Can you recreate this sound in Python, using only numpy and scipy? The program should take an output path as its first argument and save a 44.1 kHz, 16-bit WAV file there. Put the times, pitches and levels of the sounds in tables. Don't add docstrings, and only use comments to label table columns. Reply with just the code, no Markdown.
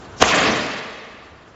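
import sys
import numpy as np
from scipy import signal
from scipy.fft import rfft, irfft
from scipy.io import wavfile

SR = 44100
rng = np.random.default_rng(int(sys.argv[2]) if len(sys.argv) > 2 else 0)


def inscribe(sig):
    pcm = np.round(np.clip(np.atleast_2d(sig).T, -1, 1) * 32767)
    wavfile.write(sys.argv[1], SR, pcm.astype(np.int16))


N = 68355
TIME = np.arange(N) / SR
FREQS = np.maximum(np.fft.rfftfreq(N, 1 / SR), 1)

VALVE_S, RUSH_S, POP_S = 0.16, 0.2004, 0.2256
BANDWIDTH_HZ = 7660

# frequency_hz, relative_db
ROOM_TONE_COLOUR = [(25, -16), (75, 4), (130, -1.5), (300, -2.5), (700, -5.5), (1450, -7.5), (2000, -16.5),
                    (3200, -18.5), (5000, -24.5), (7500, -28.5)]
# frequency_hz, t60_s
REVERB_TIMES = [(60, 0.87), (200, 1.35), (600, 1.53), (2000, 1.69), (4000, 1.56), (7500, 1.03)]
# centre_hz, width_hz, gain_db
MODE_CLUSTERS = [(448, 26.5, -1), (837, 50, -10), (1158, 59, -4.5), (1800, 70, -3.5), (2015, 50, -6.5)]
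# frequency_hz, relative_db
PUFF_COLOUR = [(20, -18), (50, 1.5), (100, 2), (165, -4.5), (260, -21.5), (600, -44)]
# peak_s, half_length_s, level_db, centre_hz, width_hz
HISS_SPURTS = [(.26, 0.022, -18.5, 6700, 2600), (0.281, 0.019, -19, 5200, 2600),
               (0.315, 0.015, -26.5, 7000, 1200), (0.359, 0.02, -18.5, 6960, 2000),
               (.41, .017, -22.5, 6600, 800), (0.472, 0.017, -21.5, 5120, 890),
               (0.521, 0.017, -25, 5850, 600), (.567, .022, -29.5, 6930, 1500),
               (.64, 0.033, -30.5, 4200, 1500), (0.735, 0.015, -40, 6250, 1800)]
# frequency_hz, relative_db
JET_COLOUR = [(30, -37), (70, -4), (130, -7), (200, -2.5), (320, -3), (600, -9.5), (1000, -4.5), (1450, -6),
              (2400, -4), (3400, -7.5), (5400, -16), (7500, -28.5)]
# centre_hz, width_hz, gain_db
JET_RESONANCES = [(198.3, 24, -2), (438, 47, -3.5), (625, 63, 7.5), (1172, 110, -4), (1410, 33, -3.5),
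                  (1755, 71, -12.5), (2070, 48, -6.5), (2566, 48, -6.5), (3430, 130, -17.5),
                  (4020, 82, -13.5)]
# time_s, gain_db
JET_ENVELOPE = [(.245, 3), (.285, -3), (.33, -0.5), (.38, 0), (.45, -1), (.495, 0), (.53, -6), (.6, -12.5),
                (.75, -28), (1.1, -82)]
# frequency_hz, relative_db
RUSH_COLOUR = [(30, -8.5), (100, -1.5), (250, -5.5), (450, -4), (850, -5.5), (1600, -10.5), (3100, -12.5),
               (4400, -19.5), (6600, -14), (7600, -27.5)]
# frequency_hz, relative_db
CRACK_COLOUR = [(100, -27.5), (800, -0.5), (1700, -6), (3000, -1), (4400, -3), (6600, -7), (7500, -25)]
# pitch_hz,
# level_db, decay_s
BARREL_SWELL = [(50, -24, 0.033), (157, -21, .014), (410, -8, 0.013), (510, -17.5, .014), (710, -18, .015),
                (1830, -18, .016)]


def from_db(db):
    return 10 ** (np.asarray(db) / 20)


def rms_one(x):
    return x / np.sqrt(np.mean(x ** 2) + 1e-20)


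def at_hz(points, hz):
    frequencies, values = np.transpose(points)
    return np.interp(np.log(hz), np.log(frequencies), values)


def since(start_s):
    return np.maximum(TIME - start_s, 0)


def noise(colour):
    eq = from_db(at_hz(colour, FREQS)) * (FREQS < BANDWIDTH_HZ)
    return rms_one(irfft(rfft(rng.standard_normal(N)) * eq, N))


def flutter(corner_hz=25):
    return rms_one(irfft(rfft(rng.standard_normal(N)) / (1 + (FREQS / corner_hz) ** 2), N))


def bands(x):
    centres, spectrum = np.geomspace(30, 7680, 25), rfft(x)
    for hz, share in zip(centres, np.eye(len(centres))):
        crossover = np.interp(np.log(FREQS), np.log(centres), share)
        yield hz, irfft(spectrum * crossover, N)


def resonate(x, hz, width_hz):
    radius = np.exp(-np.pi * width_hz / SR)
    feedback = [1, -2 * radius * np.cos(2 * np.pi * hz / SR), radius ** 2]
    return signal.lfilter(np.array([1, 0, -1]) * (1 - radius ** 2) / 2, feedback, x)


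def low_pass(x, hz):
    return signal.fftconvolve(x, signal.firwin(601, hz, fs=SR, window=("kaiser", 9)), "same")


def smooth(x, time_s):
    keep = np.exp(-1 / (time_s * SR))
    return signal.lfilter([1 - keep], [1, -keep], x)


def room_tone():
    return from_db(-39) * noise(ROOM_TONE_COLOUR)


def workshop_reverb(x, build_s=0.014, mode_t60_s=2.16):
    wash = sum(band * from_db(-60 * TIME / at_hz(REVERB_TIMES, hz))
               for hz, band in bands(rng.standard_normal(N)))
    modes = sum(from_db(db) * resonate(rng.standard_normal(N), hz, width)
                for hz, width, db in MODE_CLUSTERS)
    tail = wash + modes * from_db(-60 * TIME / mode_t60_s)
    tail *= 1 - np.exp(-TIME / build_s)
    return signal.fftconvolve(x, tail / np.sqrt(np.sum(tail ** 2)))[:N]


def treble_flicker(x, corner_hz=4000):
    together, out = flutter(), 0
    for hz, band in bands(x):
        depth_db = 3 * hz ** 2 / (hz ** 2 + corner_hz ** 2)
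        out += band * from_db(depth_db * (0.5 * together + flutter()))
    return out


def tick(at_s=0.3004):
    return from_db(-21) * (np.arange(N) == round(at_s * SR))


def valve():
    opening = np.clip((TIME - VALVE_S) / (RUSH_S - VALVE_S), 0, 1) * (TIME < POP_S)
    hiss = rms_one(resonate(rng.standard_normal(N), hz=5450, width_hz=1700))
    return from_db(-39) * opening * hiss


def puff(start_s=0.22, attack_s=0.0099, decay_s=0.028):
    age = since(start_s)
    envelope = (1 - np.exp(-age / attack_s)) * np.exp(-age / decay_s)
    return from_db(-16.5) * noise(PUFF_COLOUR) * envelope


def spurts():
    out = 0
    for peak_s, half_length_s, db, hz, width in HISS_SPURTS:
        hiss = rms_one(resonate(resonate(rng.standard_normal(N), hz, width), hz, width))
        swell = np.exp(-2 * ((TIME - peak_s) / half_length_s) ** 2)
        out += from_db(db) * hiss * swell
    return out


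def jet(turbulence_db=3, dulling_db_per_s=38.5):
    age, roar = since(POP_S), noise(JET_COLOUR)
    ringing = sum(from_db(db) * resonate(roar, hz, width) for hz, width, db in JET_RESONANCES)
    out = 0
    for hz, band in bands(rms_one(roar + ringing)):
        attack_s = 0.073 / (1 + hz / 2000)
        opening = 1 - np.exp(-age / attack_s)
        dulling_db = dulling_db_per_s * age * hz / 7000
        out += band * opening * from_db(turbulence_db * flutter() - dulling_db)
    flow_db = np.interp(TIME, *np.transpose(JET_ENVELOPE))
    return from_db(flow_db - 13) * out


def barrel_rush(rise_db=23, decay_s=0.006):
    to_go = np.clip((POP_S - TIME) / (POP_S - RUSH_S), 0, 1)
    envelope = (TIME > RUSH_S) * from_db(-6 - rise_db * to_go) * np.exp(-since(POP_S) / decay_s)
    return noise(RUSH_COLOUR) * envelope


def crack(lead_s=0.0035, decay_s=0.0017):
    envelope = (TIME > POP_S - lead_s) * np.exp(-since(POP_S) / decay_s)
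    return from_db(-8) * noise(CRACK_COLOUR) * envelope


def muzzle_pop(start_hz=1250, end_hz=377, glide_s=0.001, decay_s=0.002):
    age = since(POP_S)
    pitch_hz = end_hz + (start_hz - end_hz) * np.exp(-age / glide_s)
    phase = 2 * np.pi * np.cumsum(pitch_hz * (age > 0)) / SR
    pop = from_db(10.5) * np.sin(phase) * np.exp(-age / decay_s)
    ring = sum(from_db(db) * np.sin(2 * np.pi * hz * age / SR) * np.exp(-age / ring_s)
               for hz, db, ring_s in BARREL_SWELL)
    return pop + ring


def first_reflection(x, delay_s=0.013):
    delayed = np.interp(TIME - delay_s, TIME, x, left=0)
    return from_db(8) * resonate(delayed, hz=1900, width_hz=285)


def scene():
    bang = valve() + barrel_rush() + crack() + muzzle_pop()
    gas, hiss = jet(), spurts()
    reverb = workshop_reverb(from_db(-1.5) * bang + gas + from_db(-3.5) * hiss)
    front = bang + puff() + hiss + first_reflection(bang)
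    wash = from_db(4.5) * gas + reverb + room_tone()
    return (front + treble_flicker(wash))[None]


def gain_control(x, threshold_db=-14, slope=0.7, sense_s=0.011, attack_s=0.0047, release_db_per_s=0.5):
    level_db = 10 * np.log10(smooth(x ** 2, sense_s) + 1e-12)
    cut_db = slope * np.maximum(level_db - threshold_db, 0)
    release_db = release_db_per_s * TIME
    held_cut_db = np.maximum.accumulate(cut_db + release_db) - release_db
    return x * from_db(-smooth(held_cut_db, attack_s))


def record(dry):
    ceiling = 1.47
    saturated = ceiling * np.tanh(gain_control(dry[0]) / ceiling)
    clipped = np.clip(low_pass(saturated, BANDWIDTH_HZ) + tick(), -1, 1)
    return low_pass(clipped, hz=16000)[None]


dry = scene()
out = record(dry)
inscribe(out)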